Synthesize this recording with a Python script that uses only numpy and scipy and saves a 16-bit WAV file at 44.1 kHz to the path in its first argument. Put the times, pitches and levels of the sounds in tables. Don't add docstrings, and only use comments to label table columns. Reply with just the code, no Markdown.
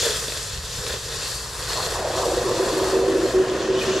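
import sys
import numpy as np
from scipy import signal
from scipy.fft import rfft, irfft
from scipy.io import wavfile

SR = 44100
rng = np.random.default_rng(int(sys.argv[2]) if len(sys.argv) > 2 else 0)


def to_wav(sig):
    pcm = np.clip(np.atleast_2d(sig), -1, 1) * 32767
    pcm = np.round(pcm).astype(np.int16)
    wavfile.write(sys.argv[1], SR, pcm.T)


N = 176400
TIME = np.arange(N) / SR
FFT_SIZE = 2 ** 18
BIN_HZ = np.maximum(np.fft.rfftfreq(FFT_SIZE, 1 / SR), 1)

# f/Hz, level/dB
HUM_TONES = [(59, -48), (118.3, -48.5)]
# f/Hz, level/dB
RUMBLE_COLOUR = [(8, -13.5), (20, -27), (30, -15.5), (48, 0.5), (65, -2.5), (90, -4), (130, -6), (170, -10),
                 (230, -22), (500, -32), (2000, -25), (15000, -102)]
# t/s, length/s, boost/dB
RUMBLE_SWELLS = [(0.754, 0.068, 7), (1.593, 1.5, 4)]
# t/s, level/dB
HISS_LEVEL = [(0, -30.5), (.1, -29), (.22, -33.5), (.45, -36.5), (.6, -41.5), (.74, -37.5), (.87, -36),
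              (1.02, -39.5), (1.2, -36), (1.34, -33), (1.45, -39.5), (1.57, -38), (1.75, -34.5), (1.9, -35),
              (2.05, -42.5), (2.22, -35), (2.54, -40), (2.7, -37), (2.9, -36.5), (3.06, -44), (3.17, -42.5),
              (3.29, -40), (3.4, -46), (3.6, -47.5), (3.73, -53.5), (3.82, -40), (4, -48)]
# f/Hz, level/dB
HISS_COLOUR = [(2500, -39), (4500, 0), (6500, -4.5), (7400, -1), (8300, -4.5), (9200, -6), (10500, -8.5),
               (12000, -10.5), (13100, -17), (14100, -26), (15000, -34)]
# t/s, level/dB
FRYING_LEVEL = [(0, -21.5), (.08, -26.5), (.21, -31.5), (.38, -32), (.5, -32), (.61, -37.5), (.69, -32),
                (.93, -32), (1.04, -34.5), (1.22, -31), (1.36, -34.5), (1.45, -37), (1.57, -36.5),
                (1.71, -31.5), (1.84, -30), (2.04, -36.5), (2.18, -30.5), (2.42, -33.5), (2.88, -33),
                (3.14, -38), (3.29, -35.5), (3.42, -40.5), (3.75, -38), (4, -29)]
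# f/Hz, level/dB
FRYING_COLOUR = [(1500, -14.5), (2000, -9), (2250, -11), (2630, -3), (3000, -5), (3400, -1), (3700, 1.5),
                 (3930, -0.5), (4350, -1.5), (4900, -1.5), (5350, -4), (5800, -1.5), (6500, -7.5),
                 (7000, -1.5), (8500, -14), (15000, -64.5)]
# t/s, level/dB
CRACKLE_LEVEL = [(0.0, -36.5), (0.06, -30), (0.17, -35), (0.65, -44), (0.93, -35.5), (1.0, -42.5),
                 (1.24, -37.5), (1.45, -42.5), (1.76, -35), (2.58, -37), (2.66, -29.5), (2.7, -36.5),
                 (2.92, -33), (3.02, -35.5), (3.74, -35.5), (4.0, -31.5)]
# f/Hz, level/dB
CRACKLE_COLOUR = [(150, -20), (270, -7), (360, 1), (430, 6.5), (520, 7), (650, -2), (810, -5.5), (1030, 0),
                  (1300, 0), (1550, 1.5), (1830, 0.5), (2050, -5), (2280, -9.5), (2620, -6.5), (3000, -16),
                  (5000, -11), (9000, -19.5), (14000, -51)]
# t/s, level/dB
SPUTTER_LEVEL = [(0, -69), (2.4, -52), (2.95, -46), (3.45, -44), (3.74, -38), (3.81, -35.5), (3.87, -36.5),
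                 (4, -37.5)]
# f/Hz, level/dB
SPUTTER_COLOUR = [(1200, -11), (2200, -4), (2600, 5), (3100, 7), (3800, -4), (4700, -6), (6200, 2),
                  (8000, -22), (11000, -27), (14000, -53)]
# t/s, length/s, f/Hz, level/dB
WHISTLES = [(-.05, 0.1, 6740, -28), (-.03, 0.25, 3400, -35), (1.144, 0.35, 4510, -38),
            (1.652, 0.27, 4300, -34), (2.14, 0.08, 4360, -37.5), (2.3, 0.83, 4400, -43),
            (3.233, .1, 4200, -41), (3.78, 0.02, 3450, -31)]
# t/s, length/s, level/dB
SPLUTTERS = [(-0.004, 0.13, -31.5), (0.725, 0.27, -40), (0.89, 0.019, -33), (1.05, 0.11, -41)]
# t/s, relative level/dB
SPITS = [(0.03, 6), (.049, -1), (.066, 2.5), (.097, -1), (0.108, 1), (.283, 3), (.322, 0), (0.372, 1),
         (.866, 3.5), (0.876, -1), (.907, 4.5), (0.939, 0), (0.944, 2), (1.863, -4)]
# f/Hz, level/dB
SPIT_COLOUR = [(150, -10), (290, -10.5), (440, 4), (600, -2), (800, -18), (1050, -10), (1800, -22),
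               (2250, -14), (3100, -17.5), (3550, -2), (5000, -24), (7500, -37), (14000, -59)]
# t/s, level/dB
SNAPS = [(0.282, -18), (0.375, -7), (.576, -12), (1.127, -9), (1.225, -11), (1.235, -9), (1.674, -13),
         (1.733, -6), (1.774, -5), (1.863, -9)]
# t/s, level/dB
THUMPS = [(.533, -21), (.572, -18)]
# t/s, level/dB
SIMMER_LEVEL = [(0, -55), (1.0, -50.5), (1.62, -44), (1.73, -37), (1.79, -32), (1.89, -42), (1.97, -34),
                (2.1, -39), (2.18, -28.5), (2.4, -37.5), (2.49, -33), (2.65, -35), (2.9, -32.5), (3.1, -41),
                (4, -41)]
# t/s, level/dB, f/Hz
BOIL_CURVE = [(0, -59, 830), (1.58, -60, 714), (1.78, -34.5, 627), (1.93, -33, 620), (2.06, -25.5, 606),
              (2.13, -27.5, 624), (2.27, -25.5, 587), (2.47, -25.5, 518), (2.68, -25.5, 499),
              (2.85, -28, 513), (2.99, -24.5, 548), (3.17, -24.5, 459), (3.4, -29, 517), (4, -30.5, 487)]
# f/Hz, level/dB
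BUCKET_COLOUR = [(100, -8.5), (260, -5), (320, 5.5), (385, 6.5), (428, -7), (470, 4.5), (530, 0), (620, -1),
                 (720, 2.5), (820, -2.5), (940, 3), (1030, 4.5), (1170, 3.5), (1330, -2), (1600, -7.5),
                 (4000, -5.5)]
# t/s, f/Hz, level/dB
GURGLES = [(1.782, 910, -26), (2.049, 640, -22), (2.193, 1130, -27), (2.264, 500, -16), (2.313, 545, -18),
           (2.37, 492, -21), (2.394, 495, -26), (2.494, 1094, -22), (2.563, 527, -19.5), (2.662, 1800, -36),
           (2.679, 473, -19.5), (2.797, 947, -23), (2.872, 1560, -24), (2.93, 520, -20), (3.079, 1062, -25),
           (3.647, 1100, -24.5)]
# t/s, level/dB
POCKET_LEVEL = [(0, -77), (1.6, -56), (2.1, -41), (2.3, -38.5), (2.8, -30), (3.3, -29.5), (4, -27)]
# f/Hz, base width/Hz, level/dB
POCKET_RESONANCES = [(239, 38, -10.5), (324.2, 20.6, -1.5), (377.6, 15.2, 0.5), (503, 65, -8),
                     (602, 28, -14.5), (1061, 52, -16.5)]
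# t/s, length/s, level/dB
THROBS = [(2.2, 0.12, -29), (2.447, 0.028, -23.5), (2.598, 0.026, -29.5), (2.797, 0.095, -29),
          (2.914, 0.07, -18.5), (3.004, 0.056, -20), (3.149, 0.025, -18.5), (3.228, 0.038, -18),
          (3.333, 0.099, -13), (3.494, 0.066, -20.5), (3.683, 0.043, -20), (3.736, 0.018, -18.5),
          (3.878, 0.046, -19), (3.954, 0.034, -26.5)]
# f/Hz, level/dB
CHURN_COLOUR = [(50, -29), (110, -11.5), (150, -1.5), (190, -7.5), (250, -2), (300, -6), (500, -7),
                (2000, -84)]
# t/s, f/Hz, level/dB
SQUEAK_CURVE = [(3.775, 3510, -56), (3.786, 3100, -32), (3.797, 2940, -39), (3.809, 2560, -38),
                (3.818, 2470, -23), (3.827, 2480, -43), (3.85, 2350, -58)]
# f/Hz, width/Hz, level/dB
GAP_RESONANCES = [(1834, 154, -11), (2610, 72, -15), (3410, 51, -4.5), (4310, 105, -5.5), (7460, 260, -15)]
# delay/s, level/dB
WALL_ECHOES = [(.0019, -34.5), (.0031, -27.5), (.0047, -16)]
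# f/Hz, level/dB
SCATTER_COLOUR = [(50, -23), (350, -20.5), (700, -16.5), (1400, -13.5), (2600, -7.5), (5000, -11),
                  (8000, -7.5), (10500, -4.5), (13000, 0.5), (15000, 7)]
# f/Hz, level/dB
LEFT_BALANCE = [(100, 0.8), (400, -0.45), (1200, 0.5), (3000, 0.4), (5500, 2.1), (8000, 2.5), (11000, 2),
                (12500, 0), (15000, -.5)]


def from_db(db):
    return 10 ** (np.asarray(db) / 20)


def rms_one(x):
    return x / np.sqrt(np.mean(x ** 2) + 1e-20)


def in_time(rows):
    times, *columns = np.transpose(rows)
    return [np.interp(TIME, times, column) for column in columns]


def at_bins(points):
    hz, value = np.transpose(points)
    return np.interp(np.log(BIN_HZ), np.log(hz), value)


def drift(hz):
    step, warm_up = 40, 2000
    r = np.exp(-2 * np.pi * step * hz / SR)
    noise = rng.standard_normal(N // step + warm_up + 2)
    slow = signal.lfilter([1], [1, -2 * r, r * r], noise)[warm_up:]
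    return np.interp(np.arange(N) / step, np.arange(len(slow)), rms_one(slow))


def swell(start, length):
    progress = np.clip((TIME - start) / length, 0, 1)
    return (4 * progress * (1 - progress)) ** .7


def coloured(x, colour):
    cepstrum = irfft(np.log(rms_one(from_db(at_bins(colour)))))
    one_sided = np.r_[1, np.full(FFT_SIZE // 2 - 1, 2), np.zeros(FFT_SIZE // 2)]
    response = np.exp(rfft(cepstrum * one_sided))
    return irfft(rfft(x, FFT_SIZE) * response)[:N]


def resonance(x, hz, *widths_hz):
    for width in widths_hz:
        r = np.exp(-np.pi * width / SR)
        feedback = [1, -2 * r * np.cos(2 * np.pi * hz / SR), r * r]
        x = signal.lfilter(np.array([1, 0, -1]) * (1 - r * r) / 2, feedback, x + 1e-18)
    return x


def pops(per_s, size_db):
    sizes = from_db(size_db * np.minimum(rng.exponential(1, N), 4)) * rng.choice([-1, 1], N)
    return rms_one(sizes * (rng.random(N) < per_s / SR))


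def ring(t, hz, cycles, rise):
    age = t * hz / cycles
    tone = np.sin(2 * np.pi * hz * t * (1 + rise * age))
    return tone * np.exp(-np.log(1000) * age) * (1 - np.exp(-2 * t * hz))


def workshop(rumble_db=-40, fade_db_per_s=-0.5):
    hum = sum(from_db(db) * np.sqrt(2) * np.sin(2 * np.pi * (hz * TIME + rng.random()))
              for hz, db in HUM_TONES)
    level_db = rumble_db + fade_db_per_s * (TIME - TIME.mean())
    level_db += sum(db * swell(start, length) for start, length, db in RUMBLE_SWELLS)
    return hum + from_db(level_db) * rms_one(coloured(rng.standard_normal(N), RUMBLE_COLOUR))


def fizz(low_hz, high_hz, per_s, cycles, bands=16, ring_samples=400, swarm_db=2.5):
    swarms = np.array([drift(8) for _ in range(bands)])
    chance, place, sign = rng.random(N), rng.random(N), rng.choice([-1, 1], N)
    starts = np.flatnonzero(chance < per_s / SR)
    hz = low_hz * (high_hz / low_hz) ** place[starts]
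    band = (place[starts] * bands).astype(int)
    gain = sign[starts] * hz * from_db(swarm_db * swarms[band, starts])
    turns = np.outer(hz, TIME[:ring_samples])
    rings = gain[:, None] * np.sin(2 * np.pi * turns) * np.exp(-np.log(1000) * turns / cycles)
    positions = starts[:, None] + np.arange(ring_samples)
    return rms_one(np.bincount(positions.ravel(), rings.ravel(), N)[:N])


def sizzle():
    flutter = drift(16)
    hiss = pops(14000, 2.8) + from_db(-8) * fizz(5035, 14700, per_s=4600, cycles=120)
    frying = pops(9000, 0.81) + from_db(-8.5) * fizz(2492, 7915, per_s=3000, cycles=73)
    layers = [(hiss, HISS_COLOUR, HISS_LEVEL, 0.5 + 1.05 * drift(28)),
              (frying, FRYING_COLOUR, FRYING_LEVEL, -2.5 + 1.03 * flutter),
              (pops(2500, 1.9), CRACKLE_COLOUR, CRACKLE_LEVEL, 1.5 + 0.78 * flutter),
              (fizz(2102, 9780, per_s=6500, cycles=120), SPUTTER_COLOUR, SPUTTER_LEVEL, .5 * flutter)]
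    return sum(rms_one(coloured(x, colour)) * from_db(in_time(level)[0] + extra_db)
               for x, colour, level, extra_db in layers)


def whistles(width_share=0.056):
    out = np.zeros(N)
    for start, length, hz, db in WHISTLES:
        steam = resonance(rng.standard_normal(N), hz, width_share * hz, 4 * width_share * hz)
        out += from_db(db) * swell(start, length) * rms_one(steam)
    return out


def splutters(hz=473, width_hz=95):
    wet = rms_one(resonance(pops(500, 1.4), hz, width_hz, 2 * width_hz))
    return wet * sum(from_db(db) * swell(start, length) for start, length, db in SPLUTTERS)


def spits(level_db=-12, spray_db=-9.5, decay_s=0.0014):
    out, t = np.zeros(N), TIME[:SR // 20]
    for start, db in SPITS:
        burst = from_db(spray_db) * rng.standard_normal(len(t)) * np.exp(-t / decay_s)
        burst[0] = -1
        i = int(start * SR)
        out[i:i + len(t)] += from_db(level_db + db) * burst
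    return coloured(out, SPIT_COLOUR)


def snaps():
    out = np.zeros(N)
    for start, db in SNAPS:
        out[int(start * SR)] = -from_db(db)
    return coloured(out, FRYING_COLOUR)


def thumps():
    return sum(from_db(db) * ring(np.clip(TIME - start, 0, .5), hz=61.6, cycles=5.7, rise=0)
               for start, db in THUMPS)


def bubbles(pitch, spread_octaves, cycles, per_s=850, size_db=2.5):
    out, t = np.zeros(N + SR), TIME[:SR // 16]
    chance, detune, size = rng.random(N), rng.standard_normal(N), rng.standard_normal(N)
    sign = rng.choice([-1, 1], N)
    for i in np.flatnonzero(chance < per_s / SR):
        hz = pitch[i] * 2 ** (spread_octaves * detune[i])
        gain = sign[i] * from_db(size_db * min(size[i], 2)) * np.sqrt(pitch[i])
        out[i:i + len(t)] += gain * ring(t, hz, cycles, rise=0.016)
    return rms_one(coloured(out[:N], BUCKET_COLOUR))


def boil(simmer_hz=1036):
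    level_db, pitch = in_time(BOIL_CURVE)
    simmer = bubbles(np.full(N, simmer_hz), spread_octaves=0.25, cycles=17)
    below = bubbles(pitch, spread_octaves=0.24, cycles=16.2)
    return from_db(in_time(SIMMER_LEVEL)[0]) * simmer + from_db(level_db) * below


def gurgles():
    return sum(from_db(db) * ring(np.clip(TIME - start, 0, .5), hz, cycles=50, rise=0.017)
               for start, hz, db in GURGLES)


def steam_pocket(note_hz=379.5, note_db=1, wobble_share=0.012, flutter_db=0.76):
    knocks, level = pops(1200, 1.15), from_db(in_time(POCKET_LEVEL)[0])
    ringing = rms_one(sum(from_db(db) * resonance(knocks, hz, 1.05 * width, 4 * width)
                          for hz, width, db in POCKET_RESONANCES))
    throbs = sum(from_db(db) * swell(start, length) for start, length, db in THROBS)
    phase = 2 * np.pi * np.cumsum(note_hz * (1 + wobble_share * drift(19))) / SR
    note = from_db(flutter_db * drift(37)) * np.sin(phase)
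    return level * ringing + (level * from_db(note_db) + throbs) * note


def churn(relative_db=-9.5):
    grumble = rms_one(coloured(pops(500, 5.4), CHURN_COLOUR))
    return from_db(relative_db + in_time(POCKET_LEVEL)[0]) * grumble


def squeak(wobble_share=0.0116):
    hz, db = in_time(SQUEAK_CURVE)
    sounding = (TIME > SQUEAK_CURVE[0][0]) & (TIME < SQUEAK_CURVE[-1][0])
    phase = 2 * np.pi * np.cumsum(hz * (1 + wobble_share * drift(153))) / SR
    return sounding * from_db(db) * np.sin(phase)


def bucket_wall(x, shift_share=0.024):
    x = x + sum(from_db(db) * resonance(x, hz, width) for hz, width, db in GAP_RESONANCES)
    return x + sum(from_db(db) * np.interp(TIME - delay * (1 + shift_share * drift(1)), TIME, x, left=0)
                   for delay, db in WALL_ECHOES)


def room_stereo(x, fade_s=0.12, first_echo_s=0.0017, left_lag_s=.000014):
    tail = rng.standard_normal(N) * np.exp(-np.log(1000) * TIME / fade_s) * (TIME > first_echo_s)
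    direct = rfft(x, FFT_SIZE)
    scramble = np.exp(1j * np.angle(rfft(tail, FFT_SIZE)))
    scattered = direct * scramble * from_db(at_bins(SCATTER_COLOUR))
    lag = np.exp(-1j * np.pi * np.minimum(BIN_HZ, 2000) * left_lag_s)
    lean = from_db(at_bins(LEFT_BALANCE) / 2) * lag
    return np.array([irfft((direct + ear * scattered) * lean ** ear)[:N] for ear in (1, -1)])


def scene():
    surface = bucket_wall(sizzle() + snaps()) + whistles() + squeak() + spits() + splutters()
    return room_stereo(surface + boil() + gurgles() + steam_pocket() + churn() + thumps() + workshop())


def record(dry):
    return signal.sosfilt(signal.ellip(10, .1, 80, 15100, fs=SR, output="sos"), dry)


dry = scene()
out = record(dry)
to_wav(out)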